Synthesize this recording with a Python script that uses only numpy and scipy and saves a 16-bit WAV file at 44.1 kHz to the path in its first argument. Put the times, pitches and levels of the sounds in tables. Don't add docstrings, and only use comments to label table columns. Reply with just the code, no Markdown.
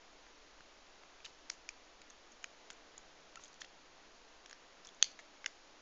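import sys
import numpy as np
from scipy import signal
from scipy.fft import rfft, irfft
from scipy.io import wavfile
from scipy.ndimage import uniform_filter1d

SR = 44100
rng = np.random.default_rng(int(sys.argv[2]) if len(sys.argv) > 2 else 0)


def log_audio(samples):
    frames = np.atleast_2d(samples).T
    limited = np.clip(frames, -1, 1)
    pcm = np.round(limited * 32767).astype(np.int16)
    wavfile.write(sys.argv[1], SR, pcm)


def natural_amplitude(level_db):
    exponent = np.asarray(level_db, float) / 20
    return 10 ** exponent


N = 256220

# pitch_hz, level_db (per Hz)
HISS_SPECTRUM = [(65, -54), (150, -12.5), (295, -3.5), (643, -1.5), (1790, -6), (6900, -11.5),
                 (7300, -20.5), (9000, -37)]
# pitch_hz, level_db (per Hz)
RUMBLE_SPECTRUM = [(3, -6), (22, -3.5), (45, -6), (56, -15.5), (70, -10), (80, -11.5), (92, -28.5),
                   (110, -50)]
# start_s, level_db, pitch_hz, chatter_ms
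BODY_SLIPS = [(.266, -55, 1380, 3.7), (.6064, -51.5, 1510, 2.3), (1.035, -54, 1710, 2.3),
              (1.204, -56.5, 2390, 2.7), (1.248, -51.5, 2060, 5.7), (1.259, -55, 1300, 3.8),
              (1.265, -55, 1290, 1.3), (1.4983, -56, 2200, 1.1), (2.017, -55, 2300, 2.5),
              (2.1053, -54.5, 1260, 1.1), (2.429, -61, 1440, 4.1), (2.703, -46, 1450, 2.6),
              (2.704, -58, 2200, 1.8), (3.357, -51, 2390, 2.5), (3.395, -56, 1070, 3.2),
              (3.617, -42.5, 1790, 3.3), (3.6451, -49.5, 2040, 3.1), (4.459, -54, 1630, 1.4),
              (4.497, -58, 2250, 2.1), (4.5107, -53, 1840, 3.1), (4.5287, -47.5, 1870, 1.1),
              (4.856, -56.5, 1320, 4.8), (5.191, -47.5, 1850, 3.1), (5.192, -53, 1390, 1.7),
              (3.358, -53, 1500, 2.5), (1.252, -65, 1500, 3.9), (5.198, -53.5, 1930, 4.6),
              (5.4436, -41, 1910, 3.1), (5.4625, -31.5, 1820, 1.5)]
# start_s, level_db, pitch_hz, chatter_ms
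PIN_SLIPS = [(1.247, -47, 2830, 6.5), (1.252, -43.5, 3850, 2.5), (1.259, -44.5, 3000, 3.6),
             (1.265, -52, 2980, 1.3), (1.4983, -44, 3760, 1.2), (2.017, -55.5, 3870, 2.4),
             (2.102, -58, 3860, 1.3), (0.6057, -59, 2820, 2.3), (2.703, -43, 3400, 1.1),
             (2.7087, -54, 2830, 1.6), (2.979, -53, 3600, 1.4), (3.357, -49, 3250, 2.7),
             (3.437, -55, 3360, 2.2), (3.456, -55.5, 3240, 4.4), (3.6182, -42, 3380, 3.2),
             (3.6192, -47, 4400, 1.2), (1.254, -57, 4600, 4.9), (3.647, -53, 3300, 5.1),
             (4.4604, -51.5, 3320, 1.3), (4.496, -57, 4170, 2.6), (4.5107, -50, 3300, 2.3),
             (4.5293, -52, 4430, 1.2), (4.848, -57, 3550, 3.1), (4.871, -57, 3450, 1.4),
             (4.889, -54.5, 3450, 3.6), (5.014, -55, 3400, 2.6), (5.022, -49.5, 3300, 1.1),
             (5.194, -70, 2500, 2.8), (5.4438, -54, 2920, 2.5)]
# start_s, level_db, pitch_hz, chatter_ms
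PICK_SLIPS = [(1.248, -52.5, 6400, 6.6), (1.252, -57, 5100, 2.1), (1.4972, -53, 6000, 2.6),
              (2.017, -54.5, 6830, 2.1), (2.101, -50.5, 6350, 0.89), (2.1049, -52.5, 6800, 1.6),
              (2.318, -59.5, 6450, 8.9), (2.429, -58, 6600, 4.1), (2.703, -50, 6540, 1.8),
              (2.7082, -47, 6370, 1.4), (2.73, -56, 7100, 3.9), (2.979, -44, 6680, 2.6),
              (3.357, -49, 6620, 2.9), (3.373, -59, 6400, 5.2), (3.4375, -48, 6580, 2.9),
              (3.446, -52, 6600, 2.3), (3.615, -51, 5550, 2.8), (3.48, -58, 6540, 4.6),
              (3.607, -54, 5640, 1.9), (3.608, -52.5, 6640, 8.7), (4.4608, -52.5, 5740, 1.4),
              (4.496, -54, 6950, 2.3), (4.511, -52, 6600, 2.6), (4.5295, -49, 5400, 1.4),
              (4.849, -50.5, 5370, 2.8), (4.871, -46.5, 6470, 1.2), (4.947, -59, 6620, 2.1),
              (5.116, -57, 6400, 1.8), (5.19, -54.5, 6400, 3), (5.4434, -59, 6640, 2.5)]
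# delay_ms, level_db
WALL_ECHOES = [(8, -20), (14.5, -25.5), (17.5, -16.5), (22.5, -37.5)]
# start_s, length_s, centre_hz, level_db
SCRAPES = [
    (1.243, 0.077, 4600, -65),
    (1.511, 0.049, 6270, -63),
    (2.701, 0.023, 6200, -64),
    (3.402, 0.097, 6600, -66.5),
    (3.529, .004, 5500, -60),
    (3.541, 0.0037, 6000, -59),
    (3.603, 0.044, 4400, -62),
    (4.85, .05, 5600, -66),
    (5.195, 0.015, 5550, -61.5),
]
# start_s, level_db, chatter_ms, rebound_ms, rebound_db
SNAPS = [
    (1.5001, -31, 3.6, 1.41, -17),
    (1.6898, -35.5, 1.3, 1.08, -12),
    (2.4413, -37, 1.3, .75, 10),
    (5.0256, -13, 0.69, 0.62, -21),
    (5.46, -29.5, 2.8, .6, 11),
]
# pitch_hz, width_hz, level_db
LOOSE_GRIP_MODES = [
    [(1300, 780, -7), (1750, 1000, -6), (2250, 550, -1.5), (3300, 620, -8.5), (4400, 310, -1.5),
     (5130, 480, 1.5), (5800, 420, 2.5), (6600, 860, -3)],
    [(1500, 1100, -15), (2380, 290, 4), (3300, 800, -15), (4770, 380, -7.5), (5340, 190, -5),
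     (5770, 300, -7), (6730, 630, -4)],
    [(1400, 630, -2), (1910, 290, 5.5), (2380, 300, 5.5), (3040, 540, 2), (4140, 280, -9), (5040, 420, -6),
     (6550, 870, 0.5)],
]
# pitch_hz, width_hz, level_db
TIGHT_GRIP_MODES = [
    [(590, 410, -22.5), (1300, 330, -16.5), (1840, 530, -12), (2540, 310, -7), (3000, 1050, -6.5),
     (3450, 470, 1), (3870, 280, -5), (4400, 400, -1.5), (5000, 700, -20), (6230, 680, 1.5), (6640, 560, 0)],
    [(606, 660, -16), (1000, 480, -19), (1790, 790, -4.5), (2810, 410, 1), (3530, 1000, -9.5),
     (4600, 810, -20), (5600, 700, -0.5), (6350, 130, -4.5), (6840, 350, -3)],
]
# start_s, length_s, pitch_hz, level_db, octave_db
SQUEAKS = [
    (3.367, 0.015, 1334, -50, -8),
    (4.874, 0.0063, 3450, -57, -19),
    (4.887, 0.0068, 3380, -53, -13),
    (4.92, 0.0056, 520, -63.5, -30),
    (5.186, 0.019, 668, -58.5, -7),
]
# pitch_hz, gain_db
CONVERTER_LOWPASS = [(0, 0), (6900, 0), (7300, -4), (7600, -10), (7850, -22), (8100, -42), (9500, -90),
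                     (SR / 2, -110)]

RUMBLE_DB, RUMBLE_FADE_DB = -73, -4.5
SWELL_S, SWELL_WIDTH_S, SWELL_DB = 2.9, .4, 2.1
MAINS_HZ, MAINS_DB, FLUTTER_HZ, FLUTTER_DB = 303, -80, 16.1, -75
FIRST_KNOCK = 2.3
ROOM_T60_S, ROOM_DB, ROOM_LOW_HZ = 0.27, -21, 1500
SEAM_S, SEAM_EVERY_S = .6065, .7
SEAM_DB, SEAM_FADE_DB = -52, -1.9
SHARP_DB = -17
SPREAD = 2.2
ENGINE_FROM_S, ENGINE_TO_S, ENGINE_HZ, ENGINE_RISE_HZ_PER_S = 2.9, 5.2, 150.5, 11.5
ENGINE_DB, ENGINE_LULL_S, ENGINE_LULL_DB = -84.5, 4.4, -8
RATE_HZ = 16000
DRIVE = 0.77


def level(x, db):
    return x * natural_amplitude(db) / np.sqrt(np.mean(x ** 2))


def burst(x, db):
    return x * natural_amplitude(db) / np.sqrt(uniform_filter1d(x ** 2, size=132).max())


def add(out, x, s):
    i = int(s * SR)
    out[i:i + len(x)] += x


def ring(x, hz, width_hz):
    r = np.exp(-np.pi * width_hz / SR)
    poles = [1, -2 * r * np.cos(2 * np.pi * hz / SR), r * r]
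    return (1 - r * r) / 2 * signal.lfilter([1, 0, -1], poles, x)


def coloured(points, share=lambda hz: 1):
    hz = np.maximum(np.arange(N // 2 + 1) * SR / N, 1)
    point_hz, point_db = np.transpose(points)
    db = np.interp(np.log(hz), np.log(point_hz), point_db, right=-90)
    return irfft(rfft(rng.standard_normal(N)) * natural_amplitude(db) * share(hz), N)


def hiss():
    t = np.arange(N) / SR
    swell_db = SWELL_DB * np.exp(-((t - SWELL_S) / SWELL_WIDTH_S) ** 2)
    murmur = coloured(HISS_SPECTRUM, lambda hz: (1 + (hz / 1200) ** 2) ** -.5)
    preamp = coloured(HISS_SPECTRUM, lambda hz: (1 + (1200 / hz) ** 2) ** -.5)
    return level(murmur * natural_amplitude(swell_db) + preamp, -62)


def rumble():
    fade_db = RUMBLE_FADE_DB * np.linspace(0, 1, N)
    return level(coloured(RUMBLE_SPECTRUM), RUMBLE_DB) * natural_amplitude(fade_db)


def mains():
    return level(ring(rng.standard_normal(N), MAINS_HZ, 8.), MAINS_DB)


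def supply_flutter():
    return level(ring(rng.standard_normal(N), FLUTTER_HZ, 0.5), FLUTTER_DB)


def chatter(chance, ms, first, sparse=1.52):
    t_ms = np.arange(len(chance)) / SR * 1000
    knocks = np.sign(chance) * np.minimum(np.abs(chance), 2.2) ** sparse
    knocks[0] = 4 * first
    return knocks * np.exp(-(t_ms / max(ms, .3)) ** 2)


def body(x, hz):
    clack = ring(ring(x, 1600, 1600), 1700, 1600)
    return ring(x, hz, 340) + natural_amplitude(-8) * clack


def pin(x, hz):
    return ring(x, hz, 310) + natural_amplitude(-11.0) * ring(x, 4200, 2400)


def pick(x, hz):
    clack = ring(ring(x, 6800, 2100), 6200, 2400)
    return ring(x, hz, 340) + natural_amplitude(-22.5) * clack


def slips():
    out = np.zeros(N)
    for part, table in ((body, BODY_SLIPS), (pin, PIN_SLIPS), (pick, PICK_SLIPS)):
        chances = rng.standard_normal((len(table), 1024))
        for chance, (s, db, hz, ms) in zip(chances, table):
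            knocks = chatter(chance, ms, FIRST_KNOCK)
            add(out, burst(part(knocks, hz), db), s)
    return out


def room(x):
    t = np.arange(SR // 2) / SR
    noise = rng.standard_normal(len(t))
    grow_in = np.clip((t - .006) / 0.0043, 0, 1)
    shape = natural_amplitude(ROOM_DB - 29.0 - 60 * t / ROOM_T60_S) * grow_in
    for ms, db in WALL_ECHOES:
        shape = shape + natural_amplitude(db - 30.5) * np.exp(-((t * 1000 - ms) / 1.1) ** 2)
    tail = signal.lfilter(*signal.butter(1, ROOM_LOW_HZ, "high", fs=SR), noise * shape)
    hard_walls = natural_amplitude(-3.5) * ring(tail, 4100, 1700)
    air_loss = .3 * (1 - np.exp(-t / .02)) * ring(tail, 5300, 1500)
    return signal.fftconvolve(x, tail + hard_walls - air_loss)[:N]


def seams():
    out = np.zeros(N)
    step = -np.exp(-np.arange(400) / SR / 0.00086)
    for k, s in enumerate(np.arange(SEAM_S, N / SR, SEAM_EVERY_S)):
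        add(out, natural_amplitude(SEAM_DB + k * SEAM_FADE_DB) * step, s)
    return out


def scrape():
    out = np.zeros(N)
    chances = rng.standard_normal((len(SCRAPES), 4096))
    for chance, (s, length, hz, db) in zip(chances, SCRAPES):
        grit = chance[:int(length * SR)] ** 3
        u = np.linspace(0, 1, len(grit))
        stroke = u ** 0.12 * (1 - u)
        add(out, level(ring(grit * stroke, hz, 2900), db), s)
    return out


def snap():
    out = np.zeros((2, N))
    chances = rng.standard_normal((len(SNAPS), 1024))
    grips = LOOSE_GRIP_MODES + TIGHT_GRIP_MODES
    for chance, (s, db, ms, rebound_ms, rebound_db), modes in zip(chances, SNAPS, grips):
        blow = chatter(0.13 * chance, ms, first=1.5)
        blow[int(rebound_ms * SR / 1000)] += blow[0] * natural_amplitude(rebound_db)
        near, sides = 0, 0
        for k, (hz, width_hz, mode_db) in enumerate(modes):
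            gain = (-1) ** k * natural_amplitude(mode_db)
            swelling = ring(blow, hz, width_hz) + natural_amplitude(SHARP_DB) * blow
            near = near + gain * ring(swelling, hz, width_hz)
            sides = sides + gain * ring(blow, hz, SPREAD * width_hz)
        add(out[0], burst(near, db), s)
        add(out[1], burst(sides, db), s)
    return out


def engine():
    t = np.arange(N) / SR
    hz = ENGINE_HZ + ENGINE_RISE_HZ_PER_S * (t - ENGINE_FROM_S)
    db = ENGINE_DB + ENGINE_LULL_DB * np.exp(-((t - ENGINE_LULL_S) / .2) ** 2)
    heard = np.clip(np.minimum(t - ENGINE_FROM_S, ENGINE_TO_S - t) / .05, 0, 1)
    tone = np.sin(2 * np.pi * np.cumsum(hz) / SR)
    return np.sqrt(2) * natural_amplitude(db) * heard * tone


def squeak():
    out = np.zeros(N)
    for s, length, hz, db, octave_db in SQUEAKS:
        n = int(length * SR)
        phase = 2 * np.pi * np.cumsum(hz * np.linspace(.97, 1.04, n)) / SR
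        tone = np.sin(phase) + natural_amplitude(octave_db) * np.sin(2 * phase)
        add(out, burst(tone * np.hanning(n), db), s)
    return out


def scene():
    floor = hiss() + rumble() + mains() + supply_flutter() + seams() + engine()
    light = slips() + scrape() + squeak()
    near, sides = snap()
    return (light + near + room(light + sides) + floor)[None]


def causal(points):
    hz, db = np.transpose(points)
    cepstrum = irfft(np.log(natural_amplitude(np.interp(np.linspace(0, SR / 2, 1025), hz, db))))
    cepstrum[1:1024] *= 2
    cepstrum[1025:] = 0
    return irfft(np.exp(rfft(cepstrum)))[:512]


def low_pass(x):
    return signal.sosfilt(signal.butter(12, 19000, fs=SR, output="sos"), x)


def record(dry):
    rounded = np.tanh(DRIVE * dry) / DRIVE
    x = signal.fftconvolve(rounded, causal(CONVERTER_LOWPASS)[None])[:, :N]
    mirror = x * np.cos(2 * np.pi * RATE_HZ * np.arange(N) / SR)
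    image_band = signal.cheby2(6, 50, [7500, 9100], "band", fs=SR, output="sos")
    mirror = signal.sosfilt(image_band, mirror)
    return low_pass(x + natural_amplitude(-13.0) * mirror - .0003)


dry = scene()
out = record(dry)
log_audio(out)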